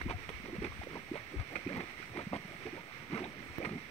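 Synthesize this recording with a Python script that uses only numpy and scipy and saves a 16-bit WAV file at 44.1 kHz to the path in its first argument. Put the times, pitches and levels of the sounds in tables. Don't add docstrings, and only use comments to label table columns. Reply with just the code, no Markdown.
import sys
import numpy as np
from scipy import signal
from scipy.fft import rfft, irfft
from scipy.io import wavfile
from scipy.ndimage import uniform_filter1d, map_coordinates

SR = 44100
rng = np.random.default_rng(int(sys.argv[2]) if len(sys.argv) > 2 else 0)


def gain_from_db(level_db):
    decades = np.asarray(level_db, float) / 20
    return 10 ** decades


def digitize_waveform(pressure):
    field = np.atleast_2d(pressure).T
    bounded = np.clip(field, -1, 1)
    quanta = np.round(bounded * 32767).astype(np.int16)
    wavfile.write(sys.argv[1], SR, quanta)


N = 171990
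T = np.arange(N) / SR


def level(x, db):
    return x * gain_from_db(db) / np.sqrt(np.mean(x ** 2))


def colour(x, points, rings=()):
    f = np.maximum(np.fft.rfftfreq(4096, 1 / SR), 5)
    hz, db = np.array(points).T
    curve = np.interp(np.log(f), np.log(hz), db)
    for centre, width, gain in rings:
        curve = curve + gain / (1 + ((f - centre) / width) ** 2)
    cepstrum = irfft(curve * np.log(10) / 20)
    cepstrum[1:2048] *= 2
    cepstrum[2049:] = 0
    return signal.fftconvolve(x, irfft(np.exp(rfft(cepstrum))))[:N]


def walk(rate):
    hold = int(SR / rate)
    steps = np.repeat(rng.standard_normal(N // hold + 1), hold)
    return 1.67 * uniform_filter1d(uniform_filter1d(steps, hold), hold)[:N]


def swell(start, length, lean):
    return np.sin(np.pi * np.clip((T - start) / length, 0, 1) ** lean)


# [f/Hz, level/dB]
CIRCUIT_COLOUR = [(100, -23), (5000, -30), (9500, -21), (12000, 13.5), (15500, 14.5)]
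CIRCUIT_DB = (-68.5, -77)


def circuit_noise():
    return np.array([level(colour(rng.standard_normal(N), CIRCUIT_COLOUR), db) for db in CIRCUIT_DB])


# [f/Hz, level/dB]
WIND_COLOUR = [(20, -10), (40, -2), (62, 1.5), (110, -7), (200, -26), (400, -48)]
# [t/s, level/dB]
WIND_COURSE = [(0, -48), (.9, -57), (1.5, -63), (2.2, -61.5), (2.9, -65), (3.4, -59), (3.9, -65)]
# [t/s, length/s, level/dB, f/Hz]
WIND_KNOCKS = [
    (.0, 0.08, -37, 77),
    (0.053, 0.048, -28.5, 61),
    (0.136, 0.041, -33, 87.5),
    (0.317, 0.065, -42, 51),
    (0.593, 0.028, -33, 57),
    (0.66, 0.093, -41, 80.6),
    (0.784, 0.032, -35.5, 83.6),
    (1.353, 0.078, -27, 72),
    (1.757, 0.032, -38, 86),
    (3.47, .07, -45.5, 68.4),
]


def wind():
    course_db = np.interp(T, *np.array(WIND_COURSE).T)
    rumble = []
    for port_db in (0, -4.5):
        noise = level(colour(rng.standard_normal(N), WIND_COLOUR), port_db)
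        rumble.append(noise * gain_from_db(course_db + 0.73 * walk(17)))
    knocks = np.zeros(N)
    for s, length, db, hz in WIND_KNOCKS:
        wobbly = np.sin(2 * np.pi * hz * (T - s) + walk(70))
        knocks += gain_from_db(db) * swell(s, length, 0.9) * wobbly
    return np.array(rumble) + knocks * gain_from_db(np.array([[0], [-17]]))


# [t/s, level/dB, left minus right level/dB]
NEAR_TICKS = [
    (0.2991, -50, 13),
    (1.5293, -52, 12),
    (1.7703, -48, 15),
    (2.4803, -43, 6.0),
]


def ticks():
    out = np.zeros((2, N))
    age = np.arange(200)
    for s, db, pan in NEAR_TICKS:
        click = np.diff(rng.standard_normal(200) * np.exp(-age / 22), prepend=0)
        i = int(s * SR)
        out[:, i:i + 200] += click * gain_from_db(db - 6 + np.array([[pan], [-pan]]) / 2)
    return out


def tap():
    fade_s, ring_hz = 0.0004, 15300
    age = np.maximum(T - 3.5839, 0)
    dent = np.exp(-age / fade_s) * (1 - np.exp(-(age / 0.00012) ** 2))
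    rebound = 0.2 * np.sin(np.minimum(age / 0.005, 1) * np.pi)
    ring = 0.75 * age / fade_s * np.exp(-2 * age / fade_s) * np.sin(2 * np.pi * ring_hz * age)
    return -gain_from_db(-16) * (dent - rebound + ring) * np.array([[0], [1]])


# [f/Hz, level/dB]
STEAM_COLOUR = [(40, -7.5), (120, 8.5), (400, 10.5), (800, 3), (1500, -0.5), (3000, -11), (5000, -11.5),
                (9000, -27.5)]
# [f/Hz, level/dB]
SCATTER_COLOUR = [(150, 4.5), (600, -12), (1500, 1.5), (3000, 9.5), (10000, 8)]


def steam():
    hiss = []
    for _ in range(3):
        flicker_db = 1.12 * walk(24.863) + 0.097 * walk(2.26)
        hiss.append(colour(rng.standard_normal(N) * gain_from_db(flicker_db), STEAM_COLOUR))
    gain = gain_from_db(-52) / np.std(hiss[0])
    scattered = [gain * gain_from_db(-1.5) * colour(h, SCATTER_COLOUR) for h in hiss[1:]]
    return gain * hiss[0], scattered


# [t/s, length/s, bubble level/dB, middle f/Hz, gas level/dB]
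MUD_CHURNS = [(0.077, 0.046, -39.5, 568, -42.5), (0.431, 0.087, -44.5, 310, -52),
              (0.533, 0.036, -47, 320, -52), (0.612, 0.061, -38.5, 331, -41.5),
              (0.921, 0.072, -45, 325, -50.5), (1.124, 0.051, -46.5, 402, -44),
              (1.31, 0.058, -47, 305, -60), (1.359, 0.062, -51, 286, -47.5), (1.495, 0.1, -43.5, 425, -58),
              (1.68, 0.058, -39.5, 332, -46), (1.734, 0.079, -40, 298, -47.5),
              (1.8, 0.048, -49.5, 300, -53), (0.874, .06, -45.5, 250, -57.5),
              (3.265, 0.039, -50.5, 330, -66), (2.131, 0.1, -41, 364, -46), (2.32, 0.048, -38, 574, -41),
              (2.473, 0.077, -50, 350, -56), (2.653, 0.039, -44, 402, -57), (2.729, 0.06, -46.5, 338, -53),
              (3.102, 0.1, -41, 284, -44), (3.206, 0.069, -43, 394, -46.5), (3.317, 0.16, -51, 312, -73),
              (3.586, 0.11, -41.5, 398, -48.5), (3.686, 0.099, -43, 236, -52)]
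# [t/s, peak level/dB, rise/s]
GAS_SPITS = [
    (0.012, -23.5, 0.0021),
    (0.29, -22, 0.0017),
    (.832, -30, 0.0025),
    (1.768, -32.5, 0.0026),
    (1.554, -23.5, 0.0032),
    (2.36, -29.5, 0.0022),
    (3.645, -25.5, 0.0044),
    (2.661, -30, 0.0029),
]
# [f/Hz, level/dB]
GAS_COLOUR = [(100, 16), (400, 6.5), (800, 4), (1400, -0.5), (2500, -6), (4500, -10), (8000, -29.5),
              (16000, -41)]


def gas():
    puffs = np.zeros(N)
    for s, length, _, _, gas_db in MUD_CHURNS:
        puffs += gain_from_db(gas_db) * swell(s, 1.187 * length, 0.95)
    puffs *= gain_from_db(4.5 * walk(300))
    spits = np.zeros(N)
    for s, db, rise in GAS_SPITS:
        age = np.maximum(T - s, 0) / max(rise, 0.0005)
        spits += gain_from_db(db - 9) * age * np.exp(1 - age)
    return (puffs + spits) * level(colour(rng.standard_normal(N), GAS_COLOUR), 0)


def add_bubble(out, s, db, hz, cycles):
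    hook, hook_cycles, top = 0.5, 1.52, 1.141
    u = np.arange(int(7 * cycles / hz * SR)) * hz / SR
    i = max(int(s * SR), 0)
    turns = top * u - hook * hook_cycles * (1 - np.exp(-u / hook_cycles))
    envelope = gain_from_db(db) * u / cycles * np.exp(1 - u / cycles)
    ring = envelope * np.sin(2 * np.pi * turns)
    out[i:i + len(u)] -= ring[:max(N - i, 0)]


def add_churn(out, s, length, db, hz, gas_db):
    n = min(int(380 * length), 60)
    for k, (jitter, pitch, size, spray) in enumerate(rng.random((n, 4))):
        when = (k + jitter) / n
        size_db = -3 * np.log(size + 0.062) - 1 - 9 * (2 * when - 1) ** 2
        octaves = 1.717 * (pitch - 0.5)
        add_bubble(out, s + when * length, db + size_db, hz * 2 ** octaves, 0.85 * (1 + pitch))
        spray_db = gas_db + size_db - 5 - 10 * spray
        add_bubble(out, s + when ** 0.5 * length, spray_db, 561 * 2 ** (2 * spray), 2.5)


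# [t/s, peak level/dB, f/Hz, cycles]
LONE_BUBBLES = [(0.052, -33.5, 311.0, 1.87), (0.0617, -24.5, 240, 0.66), (0.5283, -29.5, 340, 1.24),
                (0.543, -33.2, 374, 1), (0.5811, -27, 203, 0.93), (0.619, -26, 392, 1.3),
                (0.6294, -36.5, 227.0, 1.5), (0.655, -33, 413, 1.1), (0.8692, -30, 522.0, 0.97),
                (0.9539, -30, 424.0, 0.78), (0.968, -35.5, 308, 0.9), (1.1134, -23, 332, 1),
                (1.1363, -31, 415, 1.5), (1.1507, -35, 524, 3.4), (1.3352, -33, 336, 2.0),
                (1.559, -29, 518, 1.06), (1.6634, -23, 343, 0.9), (1.6735, -25, 278, 0.55),
                (1.6985, -35.5, 522.0, 3), (1.7052, -34, 224, 1.2), (1.737, -35, 226, 2.4),
                (1.7528, -36, 433, 1.6), (1.7694, -35, 280.0, 0.7), (1.7823, -35, 343, 2.9),
                (2.1533, -35.6, 380, 2.0), (2.1768, -30, 348, 0.94), (2.267, -26.5, 205.0, 0.7),
                (2.3083, -33.5, 185.0, 3), (2.3193, -32.5, 248.5, 3), (2.3284, -30, 585, 0.54),
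                (2.3391, -29.5, 724, 0.39), (2.6531, -31, 380.5, 1.9), (2.6644, -33.5, 388, 2.2),
                (2.7275, -34, 332, 1.76), (3.1203, -37, 311.0, 3.7), (3.1289, -30.3, 250, 1.17),
                (3.1442, -35, 229, 1.5), (3.2047, -27.5, 380, 0.74), (3.2155, -28, 349, 1.23),
                (3.2357, -30, 536, 0.59), (3.5786, -32.5, 306, 2.0), (3.6012, -30.5, 477, 1.7),
                (3.6301, -34, 382.0, 0.7), (3.6408, -35.5, 382.0, 2.6), (3.6513, -36, 514, 1.5),
                (3.6688, -29, 208, 0.9), (3.7063, -29, 191, 1.1), (3.7128, -36.4, 356, 1.7),
                (3.7559, -32, 256, 0.99),
                (.13, -41, 640, 3.8), (0.299, -35.5, 430, 1.4), (0.438, -34.5, 256, 0.81),
                 (0.72, -41.5, 1030, 2.1), (.815, -35.5, 740, 1.46), (1.998, -37, 397, 1.05),
                 (2.448, -35.5, 191, 0.65), (2.773, -45.5, 820, 5.6), (3.098, -35, 253, 0.82),
                 (3.381, -40, 195, 0.6), (3.721, -32, 220, 0.59), (1.789, -33, 227, .8),
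                 (1.671, -47, 2230, 5), (1.725, -52, 1980, 4), (1.749, -48, 1970, 4)]
# [t/s, peak level/dB, f/Hz, cycles]
SKIN_SNAP = (2.3320, -17.5, 680, .42)
# [t/s, peak level/dB, f/Hz]
THROWN_DROPS = [(0.0072, -43.4, 935), (0.012, -41.5, 1500), (0.1017, -45, 980), (0.1068, -47, 919.0),
                (0.2908, -40.5, 2995), (0.9538, -38.5, 926), (0.9598, -47, 823), (0.9673, -42.5, 823),
                (1.5483, -42.5, 796), (1.5518, -48, 1020), (1.5569, -37.5, 2220), (1.5613, -39.5, 1255),
                (1.6995, -44, 1530), (1.758, -42, 930), (1.765, -44, 780), (1.77, -46, 1170),
                (1.778, -39, 813), (1.7901, -46, 1160), (2.027, -43, 1380), (2.1659, -40, 900),
                (2.1884, -42.5, 1144), (2.196, -41, 857.0), (2.3232, -40, 1040), (2.3433, -39, 895),
                (2.3521, -46, 810), (3.1312, -41, 883), (3.1411, -41, 1056.0), (3.151, -47, 1190),
                (3.158, -41, 1310), (3.163, -43, 1230), (3.169, -40, 1213.0), (3.1773, -39, 919.0),
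                (3.185, -52, 1200), (3.2426, -39, 3400), (3.251, -39, 786), (3.6268, -43.5, 2190),
                (3.642, -46.5, 1220), (3.6477, -40, 2280), (3.655, -39, 1700), (3.661, -44.9, 1100)]


def bubbles():
    out = np.zeros(N)
    for row in LONE_BUBBLES + [SKIN_SNAP]:
        add_bubble(out, *row)
    for drop in THROWN_DROPS:
        add_bubble(out, *drop, 2.7)
    for churn in MUD_CHURNS:
        add_churn(out, *churn)
    for when, pitch, size in rng.random((700, 3)):
        db = -57.5 - 12 * pitch - 7.5 * np.log(size + 0.044)
        add_bubble(out, when * N / SR, db, 110 * 2 ** (3.33 * pitch), 0.8)
    return out


def bank_echo(mud):
    age = np.arange(4000) / SR
    tail = rng.standard_normal(len(age)) * np.exp(-age / 0.0096) * (age > 0.003)
    bright = np.diff(mud, prepend=0) * 6
    return signal.fftconvolve(bright, tail / np.linalg.norm(tail))[:N] * gain_from_db(-14.5)


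# [f/Hz, level/dB]
LEFT_COLOUR = [(100, -4.5), (350, -3.5), (520, -8.5), (750, 1.5), (1400, -2), (2500, -3.5), (5000, -9),
               (10000, -7.5)]
RIGHT_COLOUR = [(150, -5), (1000, -2.5), (3000, 1.5), (5000, -3), (7000, -6.5), (10000, -7.5)]
# [f/Hz, width/Hz, level/dB]
LEFT_HUMPS = [(8540, 960, 16), (1275, 850, -6)]
RIGHT_HUMPS = [(2150, 446, 15.5), (5710, 234, 8), (1260, 103, 6)]
# [f/Hz, width/Hz, level/dB]
HOUSING_DIPS = [(6770, 270, -4), (4880, 280, -4)]


def scene():
    mud = signal.sosfilt(signal.butter(2, 75, "high", fs=SR, output="sos"), bubbles() + gas())
    hiss, scattered = steam()
    ports = [(LEFT_COLOUR, LEFT_HUMPS, 0), (RIGHT_COLOUR, RIGHT_HUMPS, 0.00027)]
    out = []
    for (points, humps, lag), around in zip(ports, scattered):
        direct = map_coordinates(mud + hiss, [(T - lag) * SR], mode="nearest")
        out.append(colour(direct + bank_echo(mud) + around, points, humps + HOUSING_DIPS))
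    return np.array(out) + wind() + ticks() + tap()


def top_cut(x):
    return signal.sosfilt(signal.butter(12, 16660, fs=SR, output="sos"), x)


def record(dry):
    low_pass = signal.ellip(12, 0.3, 80, 15750, fs=SR, output="sos")
    high_pass = signal.butter(3, 32, "high", fs=SR, output="sos")
    cut = signal.sosfilt(low_pass, dry + circuit_noise())
    mix = signal.sosfilt(high_pass, cut) - 0.0006
    return top_cut(mix)


dry = scene()
out = record(dry)
digitize_waveform(out)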